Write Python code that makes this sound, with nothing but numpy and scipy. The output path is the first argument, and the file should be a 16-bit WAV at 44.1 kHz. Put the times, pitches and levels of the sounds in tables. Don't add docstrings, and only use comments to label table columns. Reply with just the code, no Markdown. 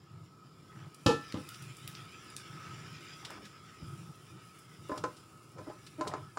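import sys
import numpy as np
from scipy import signal
from scipy.fft import rfft, irfft, next_fast_len
from scipy.io import wavfile
from scipy.ndimage import uniform_filter1d

SR = 44100
rng = np.random.default_rng(int(sys.argv[2]) if len(sys.argv) > 2 else 0)


def file_out(sig):
    cols = np.atleast_2d(sig).T
    lim = np.clip(cols, -1, 1)
    pcm = np.round(lim * 32767).astype(np.int16)
    wavfile.write(sys.argv[1], SR, pcm)


N = 281358
TIME = np.arange(N) / SR
RING = TIME[:SR * 3 // 4]

# start_s, level_db, contact_ms
KNOCKS = [(1.0626, -11, 0.035), (1.0649, -9, 0.03), (1.072, -20, 0.045), (1.132, -26, 0.11),
          (1.3432, -23.5, 0.07), (1.373, -29, 0.06)]
# pitch_hz, level_db, t60_s
PAN_MODES = [(146, -4, 0.36), (225, -7, 0.25), (294, -7, 0.33), (363, -13, 0.25), (514, -6, .16),
             (594, -4, 0.16), (831, -8, 0.22), (1061, -10, 0.45), (1194, -5.5, 0.3), (1330.5, -8.5, 0.53),
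             (1755, -14, 0.47), (1840, -20, 0.4), (2272, -22, 0.35), (2580, -12.5, 0.35),
             (2880, -7.5, 0.18), (2972, -8, 0.15), (3102, -12, 0.16), (3230, -10, 0.12), (3951, -15, .15),
             (4334, -17, 0.18), (4743, -15, 0.2)]
# frequency_hz, level_db
PAN_CLATTER = [(60, -19), (130, -6), (310, 7), (385, -4), (550, -10), (700, -12), (1000, -9.5), (1350, -10),
               (2100, -23), (2800, -10.5), (5200, -8), (6400, -12), (7300, -11.5), (8500, -18),
               (11000, -14.5), (15500, -42)]
# start_s,
# level_db, contact_ms
THUDS = [(1.0608, -21.5, 0.1), (1.093, -30.5, 0.46), (1.3417, -30, 0.3), (1.372, -34, 0.32),
         (3.825, -25, 2)]
# pitch_hz, level_db, t60_s
THUD_MODES = [(123, 8, 0.15), (230, 7, .14), (292, 7.5, 0.19), (590, 13.5, 0.093)]
# frequency_hz, level_db
THUD_COLOUR = [(50, -14), (115, 0.5), (300, 4), (400, -11.5), (580, -0.5), (720, -23), (3000, -51)]
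# start_s, length_s, first_slips_per_s, last_slips_per_s, level_db
SKID = (1.085, .024, 500, 410, -10)
# pitch_hz, level_db, t60_s
RIM_MODES = [(449, -19, 0.24), (478, 3, 0.054), (834, -1, 0.075), (1205, -9, 0.05)]
# start_s, level_db, contact_ms, plop_hz
TAPS = [(4.8947, -22.5, 0.2, 535), (4.916, -18.5, 0.21, 328), (4.976, -30.5, 0.15, 400),
        (5.0387, -17, 0.11, 458), (5.583, -39.5, 0.068, 525), (5.669, -31, 0.33, 553),
        (5.699, -28.5, 0.16, 810), (6.0101, -21.5, 0.095, 1300), (6.07, -29, 0.098, 426),
        (6.1372, -22.5, 0.11, 934), (6.173, -35, 0.18, 1300), (6.372, -26.5, 0.075, 1170)]
# pitch_hz, level_db, t60_s
TAP_MODES = [(138, -26, 0.29), (305, 0, 0.13), (400, -6.5, 0.066), (601.7, 3.5, 0.17), (1026, 8.5, 0.13),
             (1280, 10.5, 0.052), (1420, 7.5, 0.047), (1730, 3, 0.033), (2300, -2, 0.045), (5370, -35, .3),
             (7030, 19.5, 0.027)]
# frequency_hz, level_db
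TAP_CLATTER = [(80, -39), (190, -30), (310, 9), (580, -3), (700, -8.5), (1050, 1), (1500, -1), (2000, -7),
               (3200, -10.5), (5000, 0), (8500, -2), (15500, -29)]
# start_s, length_s, first_slips_per_s, last_slips_per_s, level_db
DRAGS = [(5.67, 0.0173, 340, 269, -14.5), (5.984, 0.022, 300, 330, -9)]
# start_s, level_db, low_hz, high_hz, rise_ms
TICKS = [(0.944, -35.5, 4540, 11600, 1.7), (1.3228, -23.5, 1290, 7100, 0.72),
         (1.4891, -30, 2500, 16100, 0.99), (1.542, -34.5, 2310, 8000, 3), (1.622, -36, 4120, 12600, 2),
         (1.768, -33, 6000, 11900, 1.5), (1.876, -25, 2190, 16000, 0.88), (1.951, -23, 1600, 5530, 0.65),
         (2.301, -32.5, 7740, 11000, 1.3), (2.365, -18, 3600, 10100, 0.71), (3.248, -27, 1800, 7050, 3.9),
         (3.304, -30.5, 4000, 12000, 1), (3.451, -35, 1500, 6700, 4.3), (4.585, -43.5, 6400, 13100, 5.6),
         (4.975, -29.5, 3000, 8100, 3.6), (5.165, -41.5, 2940, 8900, 5.3), (5.864, -37, 1370, 8200, 4.7),
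         (6.074, -25, 3150, 8060, 3.7)]
# frequency_hz, gain_db
TICK_COLOUR = [(5600, 0.0), (6400, -7.0), (7300, -3.5), (11000, -2), (13500, -13), (15500, 2)]
# time_s, level_db
SLIDE_LEVEL = [(0.0, -72), (0.53, -71), (0.69, -67), (1.08, -66.5), (1.24, -56), (2.43, -58), (2.72, -53.5),
               (3.3, -56), (3.45, -59.5), (4.46, -64.5), (4.94, -61.5), (5.35, -68), (6.17, -63),
               (6.38, -69)]
# frequency_hz, gain_db
SLIDE_COLOUR = [(200, 1), (700, -10.5), (1100, -20), (1300, 8), (1900, 2.5), (2400, 5), (3500, 2),
                (4300, -7), (5000, 3.5), (5900, -1), (6400, -13.5), (7300, -2), (8400, -41), (15000, 1)]
# time_s, level_db
FIZZ_LEVEL = [(0.0, -82), (1.1, -71), (1.5, -63), (2.2, -68), (3.3, -67.5), (3.7, -72), (3.95, -64),
              (4.35, -70), (4.9, -66.5), (5.4, -71), (6.38, -68.5)]
# frequency_hz, level_db
FIZZ_COLOUR = [(4000, -6.5), (7500, 1.5), (9700, 4.5), (11500, -2), (13500, -16), (15000, -2.5),
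               (16000, -3)]
# start_s, length_s, level_db, centre_hz
SQUELCHES = [(0.709, 0.16, -63, 1760), (1.343, 0.03, -54.5, 920), (2.463, 0.45, -61, 1940),
             (3.222, 0.061, -57, 1040), (3.272, 0.2, -57, 321), (3.296, 0.094, -53.5, 1480),
             (4.916, 0.066, -47.5, 830), (5.558, 0.066, -54, 485), (6.035, 0.12, -47, 780)]
# start_s, length_s, level_db
RUMBLE_SWELLS = [(0.101, .14, -53), (0.752, 0.13, -50.5), (1.6, 0.12, -51), (1.821, 0.25, -56),
                 (2.498, 0.47, -55), (3.797, 0.32, -49.5), (4.314, 0.07, -48.5), (4.785, 0.083, -52.5),
                 (4.956, 0.13, -51), (5.55, 0.081, -54.5), (6.048, 0.24, -52)]
# frequency_hz, level_db
RUMBLE_COLOUR = [(25, -42), (55, -55), (95, 1), (150, 8), (200, -7), (260, -24.5), (330, -8.5),
                 (500, -31.5), (900, -22.5), (2000, -54), (8000, -79)]
# frequency_hz, level_db
AIR_COLOUR = [(30, -17.5), (120, 4.5), (250, -2.5), (350, 1), (550, -12), (900, -13.5), (1100, -8),
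              (1600, -36), (4500, -22.5), (5400, -21), (6200, -42), (7200, -19), (9000, -56), (13500, -32),
              (15500, -44)]
# frequency_hz, level_db
WIDTH_HISS_COLOUR = [(30, -3), (130, -6), (970, -10.5), (1260, 2.5), (1470, -7), (5590, -21), (6370, -40),
                     (10700, -40), (15500, -21)]

CRUNCH_DB, CRUNCH_T60_S = -6.5, 0.016
DRAG_HZ, DRAG_T60_S = 367, 0.0075
PLOP_DB, PLOP_T60_S, PLOP_RISE_PER_S = -7, 0.051, 5.4
SETTLE_DB, SETTLE_CONTACTS_PER_S = -40.5, 410
SETTLE_LEAD_S, SETTLE_DECAY_S = 0.0037, 0.011
SQUELCH_POPS_PER_S = 350
RUMBLE_REST_DB, SWELL_RAMP_S = -61, 0.022
AIR_DB, HOLLOW_DB, WIDTH_HISS_DB = -59, -61, -78.5


def pan():
    out = np.zeros(N)
    for s, db, contact_ms in THUDS:
        thunk = body(THUD_MODES, THUD_COLOUR, clatter_db=11.5, t60=0.24, crack_db=44, scatter_db=0)
        add(out, s, undb(db) * signal.fftconvolve(thunk, push(contact_ms)))
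    for s, db, contact_ms in KNOCKS:
        clang = body(PAN_MODES, PAN_CLATTER, clatter_db=2.5, t60=0.27, crack_db=15, scatter_db=2.5)
        crunch = undb(CRUNCH_DB) * dense(PAN_CLATTER, CRUNCH_T60_S)
        add(out, s, undb(db) * signal.fftconvolve(clang + crunch, push(contact_ms)))
    return out


def skid():
    clatter = signal.fftconvolve(dense(PAN_CLATTER, t60=0.17), push(contact_ms=0.12))[:len(RING)]
    bark = undb(-20) * ringing(RIM_MODES, scatter_db=1.5) + undb(-21.5) * clatter
    return signal.fftconvolve(slips(*SKID), bark)[:N]


def utensil():
    judder = np.zeros(N)
    for s, length, *stroke in DRAGS:
        pressure = np.interp(TIME, [s, s + length], [.35, 1])
        judder += slips(s, length, *stroke) * pressure
    dull_ring = np.sin(2 * np.pi * DRAG_HZ * RING) * fade(DRAG_T60_S)
    out = undb(-15.5) * signal.fftconvolve(judder, dull_ring)[:N]
    for s, db, contact_ms, plop_hz in TAPS:
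        cycles = plop_hz * RING * (1 + PLOP_RISE_PER_S * RING / 2)
        plop = undb(PLOP_DB) * np.sin(2 * np.pi * cycles) * fade(PLOP_T60_S)
        tap = body(TAP_MODES, TAP_CLATTER, clatter_db=17, t60=0.073, crack_db=11, scatter_db=3)
        add(out, s, undb(db) * signal.fftconvolve(tap + plop, push(contact_ms)))
    return out


def settling():
    age = TIME[:, None] - np.array(TAPS)[:, 0]
    falloff = np.maximum(age / SETTLE_DECAY_S, -age / SETTLE_LEAD_S).min(axis=1)
    contacts = crackle(SETTLE_CONTACTS_PER_S, spread_db=2) * np.sqrt(SETTLE_CONTACTS_PER_S / SR)
    patter = contacts * np.exp(-falloff / 2)
    tap = body(TAP_MODES, TAP_CLATTER, clatter_db=19, t60=0.042, crack_db=12, scatter_db=1)
    soft_tap = signal.fftconvolve(tap, push(contact_ms=0.2))
    return undb(SETTLE_DB) * signal.fftconvolve(patter, soft_tap)[:N]


def sauce():
    out = np.zeros(N)
    for s, db, low_hz, high_hz, rise_ms in TICKS:
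        age = RING * 1000 / rise_ms
        tick = age * np.exp(-age)
        splutter = undb(-26) * fade(0.21) * (1 - np.exp(-age))
        band = signal.butter(2, [low_hz, high_hz], "band", fs=SR, output="sos")
        snap = signal.sosfilt(band, rng.standard_normal(len(RING)) * (tick + splutter))
        add(out, s, undb(db) * snap)
    return colour(out, TICK_COLOUR)


def slither():
    pops = crackle(per_second=5000, spread_db=2)
    gaps = sum((-1) ** k * resonate(pops, hz, q=13.6) * undb(3.24 * wander(20))
               for k, hz in enumerate(np.geomspace(700, 8000, num=26)))
    slide = unit(colour(gaps, SLIDE_COLOUR)) * undb(1.86 * wander(30))
    droplets = crackle(per_second=3500, spread_db=1.5)
    droplets += undb(-5.5) * crackle(per_second=160, spread_db=2.5)
    fizz = unit(colour(droplets, FIZZ_COLOUR)) * undb(2.1 * wander(25))
    return undb(ride(SLIDE_LEVEL)) * slide + undb(ride(FIZZ_LEVEL)) * fizz


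def squelch():
    out = np.zeros(N)
    age = RING[:SR // 25]
    for s, length, db, centre_hz in SQUELCHES:
        cluster = np.zeros(N)
        count = int(length * SQUELCH_POPS_PER_S) + 1
        for when, pitch, size in rng.standard_normal((count, 3)):
            cycles = age * centre_hz * np.exp(.35 * pitch)
            pop = np.sin(2 * np.pi * cycles * (1 + 4 * age)) * np.exp(-cycles / 3)
            onset_s = s + length * (.5 + .5 * np.tanh(0.76 * when))
            add(cluster, onset_s, undb(2 * size) * pop)
        out += undb(db) * cluster * np.sqrt(length * SR / np.sum(cluster ** 2))
    return out


def reflections(x, t60):
    tail = rng.standard_normal(len(RING)) * fade(t60) * (RING > .004)
    return signal.fftconvolve(x, tail / np.linalg.norm(tail))[:N]


def background():
    held = sum(undb(db) * ((TIME > s) & (TIME < s + length)) for s, length, db in RUMBLE_SWELLS)
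    swell = undb(RUMBLE_REST_DB) + uniform_filter1d(held, size=int(SR * SWELL_RAMP_S))
    rumble = noise(RUMBLE_COLOUR) * swell
    movement_db = ride(SLIDE_LEVEL) - ride(SLIDE_LEVEL).mean()
    air = noise(AIR_COLOUR) * undb(AIR_DB + 0.27 * movement_db + 2 * wander(2.4))
    narrow_band = resonate(rng.standard_normal(N), hz=1276, q=37.6)
    hollow = unit(resonate(narrow_band, hz=1284, q=3.8))
    hollow *= undb(HOLLOW_DB + 0.28 * movement_db + 2.8 * wander(11))
    return rumble + air + hollow * (swell / swell.mean()) ** 0.29


def body(modes, spectrum, clatter_db, t60, crack_db, scatter_db):
    ring = ringing(modes, scatter_db)
    clatter = undb(clatter_db) * dense(spectrum, t60)
    return (ring + clatter + undb(crack_db) * crack(spectrum)) / 10


def ringing(modes, scatter_db):
    weights = undb(scatter_db * rng.standard_normal(len(modes)))
    return sum((-1) ** k * weights[k] * undb(db) * np.sin(2 * np.pi * hz * RING) * fade(t60)
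               for k, (hz, db, t60) in enumerate(modes))


def dense(spectrum, t60):
    return noise(spectrum, len(RING)) * fade(t60)


def crack(spectrum):
    size = 2048
    cepstrum = irfft(np.log(eq_gains(spectrum, size)))
    click = irfft(np.exp(rfft(2 * cepstrum[:size // 2], size)))
    return np.pad(click / np.linalg.norm(click), (0, len(RING) - size))


def push(contact_ms):
    age = RING[:SR // 50] * 1000 / contact_ms
    force = age * np.exp(-age)
    return force / force.sum()


def slips(s, length, start_hz, end_hz, db):
    rate = np.interp(TIME, [s, s + length], [start_hz, end_hz], left=0, right=0)
    cycles = np.cumsum(rate * (1 + 0.027 * wander(150))) / SR
    jolts = np.diff(np.ceil(cycles), prepend=0)
    return jolts * undb(db + 1.8 * wander(140))


def crackle(per_second, spread_db):
    pops = (rng.random(N) < per_second / SR) * rng.choice([-1, 1], N)
    sizes_db = spread_db * np.minimum(rng.exponential(size=N), 5)
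    return unit(pops * undb(sizes_db))


def noise(spectrum, samples=N):
    return unit(colour(rng.standard_normal(samples), spectrum))


def colour(x, spectrum):
    size = next_fast_len(len(x))
    return irfft(rfft(x, size) * eq_gains(spectrum, size), size)[:len(x)]


def eq_gains(spectrum, size):
    hz, db = np.transpose(spectrum)
    bins = np.maximum(np.fft.rfftfreq(size, 1 / SR), 1)
    return undb(np.interp(np.log(bins), np.log(hz), db))


def resonate(x, hz, q):
    return signal.lfilter(*signal.iirpeak(hz, q, fs=SR), x)


def ride(points):
    return np.interp(TIME, *np.transpose(points))


def fade(t60):
    return np.exp(-np.log(1000) * RING / t60)


def wander(per_second):
    steps = rng.standard_normal(1024)
    return np.interp(TIME * per_second, np.arange(len(steps)), steps)


def add(track, s, sound):
    start = int(s * SR)
    track[start:start + len(sound)] += sound[:max(N - start, 0)]


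def undb(db):
    return 10 ** (np.asarray(db) / 20)


def unit(x):
    return x / np.std(x)


def scene():
    direct = pan() + skid() + utensil() + settling() + slither() + squelch() + sauce()
    mid = direct + undb(-8) * reflections(direct, t60=0.22) + background()
    side = undb(WIDTH_HISS_DB) * noise(WIDTH_HISS_COLOUR)
    return np.array([mid + side, mid - side])


def record(dry):
    low_cut = signal.butter(4, 56, "high", fs=SR, output="sos")
    high_cut = signal.ellip(10, .2, 80, 15750, fs=SR, output="sos")
    return signal.sosfilt(high_cut, signal.sosfilt(low_cut, dry))


dry = scene()
out = record(dry)
file_out(out)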